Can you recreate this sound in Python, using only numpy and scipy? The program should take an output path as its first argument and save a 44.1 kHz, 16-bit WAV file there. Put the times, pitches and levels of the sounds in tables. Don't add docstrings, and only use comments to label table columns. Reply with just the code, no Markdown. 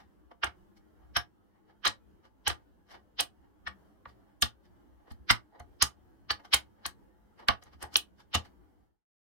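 import sys
import numpy as np
from scipy import signal
from scipy.fft import rfft, irfft, next_fast_len
from scipy.io import wavfile
from scipy.ndimage import uniform_filter1d, map_coordinates

SR = 44100
rng = np.random.default_rng(int(sys.argv[2]) if len(sys.argv) > 2 else 0)


def pcm_store(signal):
    levels = np.round(np.clip(np.atleast_2d(signal), -1, 1) * 32767)
    wavfile.write(sys.argv[1], SR, levels.astype(np.int16).T)


N = 410566

# (time [s], swell [s], relative level [dB], brightness [dB per octave],
# first ring [Hz], second ring [Hz], left minus right [dB], relative thud level [dB])
CLOSINGS = [(.437, .026, -29, -7, 1380, 2970, -2, -46.5), (.469, 0.015, -46.5, -5, 830, 2170, -3, -48),
            (1.167, .031, -28, -2.5, 1660, 5415, 0, -38.5),
            (1.854, 0.036, -31, -3.5, 1300, 3240, -6.5, -57.5),
            (1.869, 0.039, -29.5, 0, 1160, 3990, 1, -43), (2.474, 0.033, -29.5, -1.5, 812, 3120, -2, -37.5),
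            (2.502, 0.031, -37, -2.5, 825, 1185, -1, -41.5), (3.2, 0.037, -33, 2, 697, 3110, -2, -50.5),
            (3.673, 0.029, -40.5, -5, 1147, 1794, 1.5, -49.5),
            (4.057, 0.012, -50, -15, 915, 1160, -2, -62.5),
            (4.4242, .005, -35, 3.5, 1420, 3000, -4.5, -34.5),
            (4.4278, .02, -33.5, 2, 1735, 3580, 3.5, -45.5),
            (5.304, 0.033, -24.5, 1, 1370, 2085, -1.5, -30),
            (5.823, 0.03, -28.5, 1.5, 1210, 4915, -2.5, -36),
            (6.306, .027, -32, 0, 1134, 4520, -1.5, -44.5), (6.538, 0.031, -27, 2.5, 2120, 3130, -1, -39.5),
            (6.857, 0.021, -39, -1.5, 1170, 4020, 2.5, -49),
            (7.4857, 0.0016, -27.5, -1, 1180, 2985, 1.5, -31.5),
            (7.49, 0.028, -27, -14.5, 690, 1175, -6.5, -38),
            (7.958, 0.0065, -33.5, 6, 2600, 2950, -1, -50.5), (8.35, 0.04, -28.5, -1.5, 685, 2876, 0, -31)]
# (time [s], swell [s], level [dB])
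MAGNET_TICKS = [(0.445, 0.02, -45), (1.172, 0.028, -40), (1.855, 0.0089, -40), (1.877, 0.032, -36.5),
                (2.479, 0.0076, -31), (3.207, 0.021, -30.5), (3.68, .023, -63), (4.424, .018, -29),
                (5.121, 0.01, -68), (5.313, 0.034, -33), (5.598, 0.0044, -63), (5.8252, 0.0086, -22.5),
                (6.316, 0.027, -47.5), (6.544, 0.027, -26), (6.864, 0.011, -39.5), (7.486, .014, -43),
                (7.637, .006, -63.5), (7.828, .013, -46.5), (7.943, .008, -56.5), (7.9692, 0.018, -30),
                (8.352, 0.024, -35)]
# (time [s], swell [s], relative level [dB], brightness [dB per octave])
SCUFFS = [(0.006, 0.11, -58, -.5), (0.317, 0.026, -58.5, -4), (0.773, 0.049, -67.5, 4.5),
          (1.699, .14, -65.5, -2.5), (2.254, .08, -61, -0.5), (2.917, 0.1, -52, 2), (2.948, 0.095, -52, -1),
          (4.095, 0.1, -63, 2.5), (4.656, 0.078, -69, 2.5), (5.08, 0.093, -63.5, -4),
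          (5.112, 0.046, -54.5, 1.5), (5.557, 0.11, -63, -6.5), (5.602, .035, -53, -3.5),
          (6.401, .06, -60, -2), (6.453, 0.047, -52.5, 1), (6.842, 0.1, -61, -1), (7.399, 0.078, -54.5, -1),
          (7.428, .09, -58.5, -4), (7.627, 0.027, -57.5, 3), (7.67, .1, -60, -1), (7.736, .07, -60, 1),
          (7.827, 0.056, -42.5, 2.5), (7.84, .08, -46.5, -3.5), (7.943, .06, -47, 6),
          (8.202, 0.086, -58.5, 2.5), (8.455, 0.069, -57.5, 2)]
# (time [s], level [dB])
HAND_BUMPS = [(2.916, -60), (4.058, -54.5), (5.111, -41.5), (5.199, -50.5), (5.602, -48), (7.659, -58),
              (7.743, -53), (7.832, -47)]
# (pitch [Hz], width [Hz], relative level [dB])
BLOCK_RINGS = [(325, 100, -8), (518, 80, -4.5), (712, 31, 2), (834, 51, 5), (1190, 110, 1.5),
               (1477, 140, -1.5), (1687, 68, 1.5), (1880, 50, 2), (2160, 160, -6), (2990, 190, 3.5),
               (3200, 190, -2.5), (3584, 120, -3), (3996, 110, -3.5), (4290, 94, -3.5), (4810, 160, -5),
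               (5160, 300, -7.5), (5640, 330, -8)]
# (pitch [Hz], width [Hz], relative level [dB])
MAGNET_RINGS = [(6350, 510, 7.5), (8430, 620, 4), (9360, 1100, -1.5), (9600, 2000, -6), (11300, 2500, -5),
                (12900, 300, -8.5), (16100, 2600, -9)]
# (pitch [Hz], relative level [dB], time to fade by 60 dB [s])
POST_RINGS = [(54, -4, 0.081), (73, -0.5, .16), (113, -10, 0.19), (214.5, -13, 0.15), (272.4, -12.5, 0.095)]
# (frequency [Hz], time to fade by 60 dB [s])
ECHO_FADE = [(100, .25), (1000, 0.15), (4000, 0.12), (12000, .11)]
# (frequency [Hz], relative level [dB])
HUM_COLOUR = [(15, -32), (25, -15.5), (60, 2.5), (100, -6), (153, -13), (205, -3.5), (245, -12.5),
              (300, -4), (430, -14.5), (660, -20), (840, -16), (1000, -22.5), (1750, -27), (2550, -40),
              (3080, -33), (3450, -40.5), (5500, -43), (7500, -45.5), (16000, -43)]
# (time [s], level [dB])
HUM_LOUDNESS = [(0, -63.5), (8.7, -63), (8.85, -68), (8.97, -82.5), (9.06, -104), (9.31, -118)]

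SIZE, LEAD = 16384, 4096
T = (np.arange(SIZE) - LEAD) / SR
HZ = np.fft.rfftfreq(SIZE, 1 / SR)
HIT_ENERGY = .02 * SR


def closing_blocks():
    edges_hz = [290, 1000, 2450, 3800, 5900]
    balance_db = np.array([-8.5, -2.15, -2.37, -2])
    octaves_above_shell = np.array([0, 0, 1, 1.6])
    track = np.zeros((2, N))
    for time, swell, db, bright_db, first_hz, second_hz, pan_db, thud_db in CLOSINGS:
        rings = [(hz, 40 + hz / 35, 4) for hz in (first_hz, second_hz)]
        colour = body_colour(BLOCK_RINGS + rings, vary_db=1, detune=.0049, crack=.064)
        rings_per_band = np.histogram([first_hz, second_hz], edges_hz)[0]
        levels_db = db + balance_db + bright_db * octaves_above_shell + 3.5 * rings_per_band
        burst = swelling_burst(swell, fall_s=.015 + 1.2 * swell, grit_db=2)
        clap = ring_body(burst * late_knock(), colour, edges_hz, levels_db)
        clap *= amp([[pan_db / 2], [-pan_db / 2]])
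        add(track, time - .0005, in_room(clap, echo_db=-11))
        add(track, time + .00069, amp(thud_db + 1) * post_thud(attack_s=.0047))
    return track


def late_knock(lag_s=.003, top_hz=970):
    delay = lag_s * band(0, top_hz, order=4)
    return np.exp(-2j * np.pi * np.cumsum(delay) * HZ[1])


def magnet_ticks():
    track = np.zeros((2, N))
    for time, swell, db in MAGNET_TICKS:
        colour = body_colour(MAGNET_RINGS, vary_db=4, detune=.026, crack=.12)
        burst = swelling_burst(swell, fall_s=.021, grit_db=5)
        tick = ring_body(burst, colour, edges_hz=[6000, 15800], levels_db=[db])
        add(track, time, in_room(tick, echo_db=-12.5))
    return track


def post_thud(attack_s):
    t = np.maximum(T, 0)
    phases = rng.uniform(0, 2 * np.pi, (len(POST_RINGS), 2, 1))
    tunings = 1 + .054 * rng.standard_normal(len(POST_RINGS))
    thud = 0
    for (hz, db, fade_s), tuning, phase in zip(POST_RINGS, tunings, phases):
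        thud += amp(db - 60 * t / fade_s) * np.sin(2 * np.pi * hz * tuning * t + phase)
    thud *= 1 - np.exp(-t / attack_s)
    return thud * np.sqrt(HIT_ENERGY / np.sum(thud ** 2, axis=1, keepdims=True))


def handling():
    edges_hz = [220, 1000, 2200, 4600, 14000]
    balance_db = np.array([-2, -3.5, -9.5, -14.5])
    octaves_from_middle = np.array([-1.5, -.4, .6, 1.8])
    track = np.zeros((2, N))
    for time, swell, db, bright_db in SCUFFS + grip_shifts():
        colour = body_colour(BLOCK_RINGS, vary_db=2.5, detune=.009, crack=.081)
        levels_db = db + balance_db + bright_db * octaves_from_middle
        burst = swelling_burst(swell, fall_s=1.2 * swell, grit_db=2.5)
        scuff = ring_body(burst, colour, edges_hz, levels_db)
        add(track, time, in_room(scuff, echo_db=-10.5))
    for time, db in HAND_BUMPS:
        add(track, time, amp(db) * post_thud(attack_s=.0073))
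    return track


def grip_shifts(count=12, until_s=8.7, swell_s=.18, db=-74, bright_db=-5):
    chance = rng.uniform(-1, 1, (count, 2))
    return [(until_s * (k + .5 + later / 2) / count, swell_s, db + 2.5 * louder, bright_db)
            for k, (later, louder) in enumerate(chance)]


def swelling_burst(swell_s, fall_s, grit_db):
    shape_db = -60 * np.where(T < 0, -T / swell_s, T / fall_s)
    grit = map_coordinates(rng.standard_normal(SIZE), [np.arange(SIZE) * 1500 / SR], order=1)
    return rfft(amp(shape_db + grit_db * grit) * rng.standard_normal((2, SIZE)))


def body_colour(rings, vary_db, detune, crack):
    chance = rng.standard_normal((len(rings), 2))
    power = crack ** 2
    for (hz, width, db), (higher, louder) in zip(rings, chance):
        off_pitch_hz = HZ - hz * (1 + detune * higher)
        power += amp(db + vary_db * louder) ** 2 / (1 + (2 * off_pitch_hz / width) ** 2)
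    return np.sqrt(power)


def ring_body(burst, colour, edges_hz, levels_db):
    gain = 0
    for low, high, db in zip(edges_hz, edges_hz[1:], levels_db):
        part = colour * band(low, high)
        energy = np.sum(irfft(burst * part) ** 2, axis=1, keepdims=True)
        gain += amp(db) * part * np.sqrt(HIT_ENERGY / energy)
    return irfft(burst * ring_after_hit(gain))


def ring_after_hit(gain):
    cepstrum = irfft(np.log(gain + 1e-5 * gain.max()))
    forward_only = 1 + np.sign(np.fft.fftfreq(SIZE))
    return np.exp(rfft(cepstrum * forward_only))


def in_room(sound, echo_db):
    hz, t, noise = signal.stft(rng.standard_normal((2, SIZE)), SR, nperseg=256)
    fade = amp(-60 * t / curve_at(ECHO_FADE, hz)[:, None])
    tail = signal.istft(noise * fade, SR, nperseg=256)[1]
    tail *= 1 - np.exp(-np.arange(tail.shape[1]) / SR / .009)
    tail /= np.linalg.norm(tail, axis=1, keepdims=True)
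    return sound + amp(echo_db) * signal.fftconvolve(sound, tail, axes=1)[:, :SIZE]


def room_hum(patch_db=3.5):
    hz, _, noise = signal.stft(rng.standard_normal((2, N)), SR, nperseg=4096)
    patches = uniform_filter1d(rng.standard_normal(noise.shape[1:]), size=3, axis=0)
    patches = uniform_filter1d(patches, size=3, axis=1)
    colour_db = curve_at(HUM_COLOUR, hz)[:, None] + patch_db * patches / patches.std()
    hum = signal.istft(noise * amp(colour_db), SR, nperseg=4096)[1][:, :N]
    t = np.arange(N) / SR
    level_db = np.interp(t, *np.transpose(HUM_LOUDNESS))
    drift_db = 1.5 * map_coordinates(rng.standard_normal(200), [t * 7], mode="wrap")
    return hum / hum.std() * amp(level_db + drift_db)


def amp(db):
    return 10 ** (np.asarray(db) / 20)


def curve_at(points, hz):
    point_hz, values = np.transpose(points)
    return np.interp(np.log(hz + 1), np.log(point_hz + 1), values)


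def band(low_hz, high_hz, order=16):
    bass_cut = 1 + (low_hz / (HZ + 1)) ** (2 * order)
    treble_cut = 1 + (HZ / high_hz) ** (2 * order)
    return (bass_cut * treble_cut) ** -.5


def add(track, time, sound):
    start = round(time * SR) - LEAD
    piece = sound[:, max(0, -start):N - start]
    start = max(0, start)
    track[:, start:start + piece.shape[1]] += piece


def scene():
    return closing_blocks() + magnet_ticks() + handling() + room_hum()


def record(dry):
    top_hz, slope_hz = 16450, 600
    size = next_fast_len(N + SIZE)
    keep = np.clip((top_hz - np.fft.rfftfreq(size, 1 / SR)) / slope_hz, 0, 1)
    return irfft(rfft(dry, size) * keep, size)[:, :N]


dry = scene()
out = record(dry)
pcm_store(out)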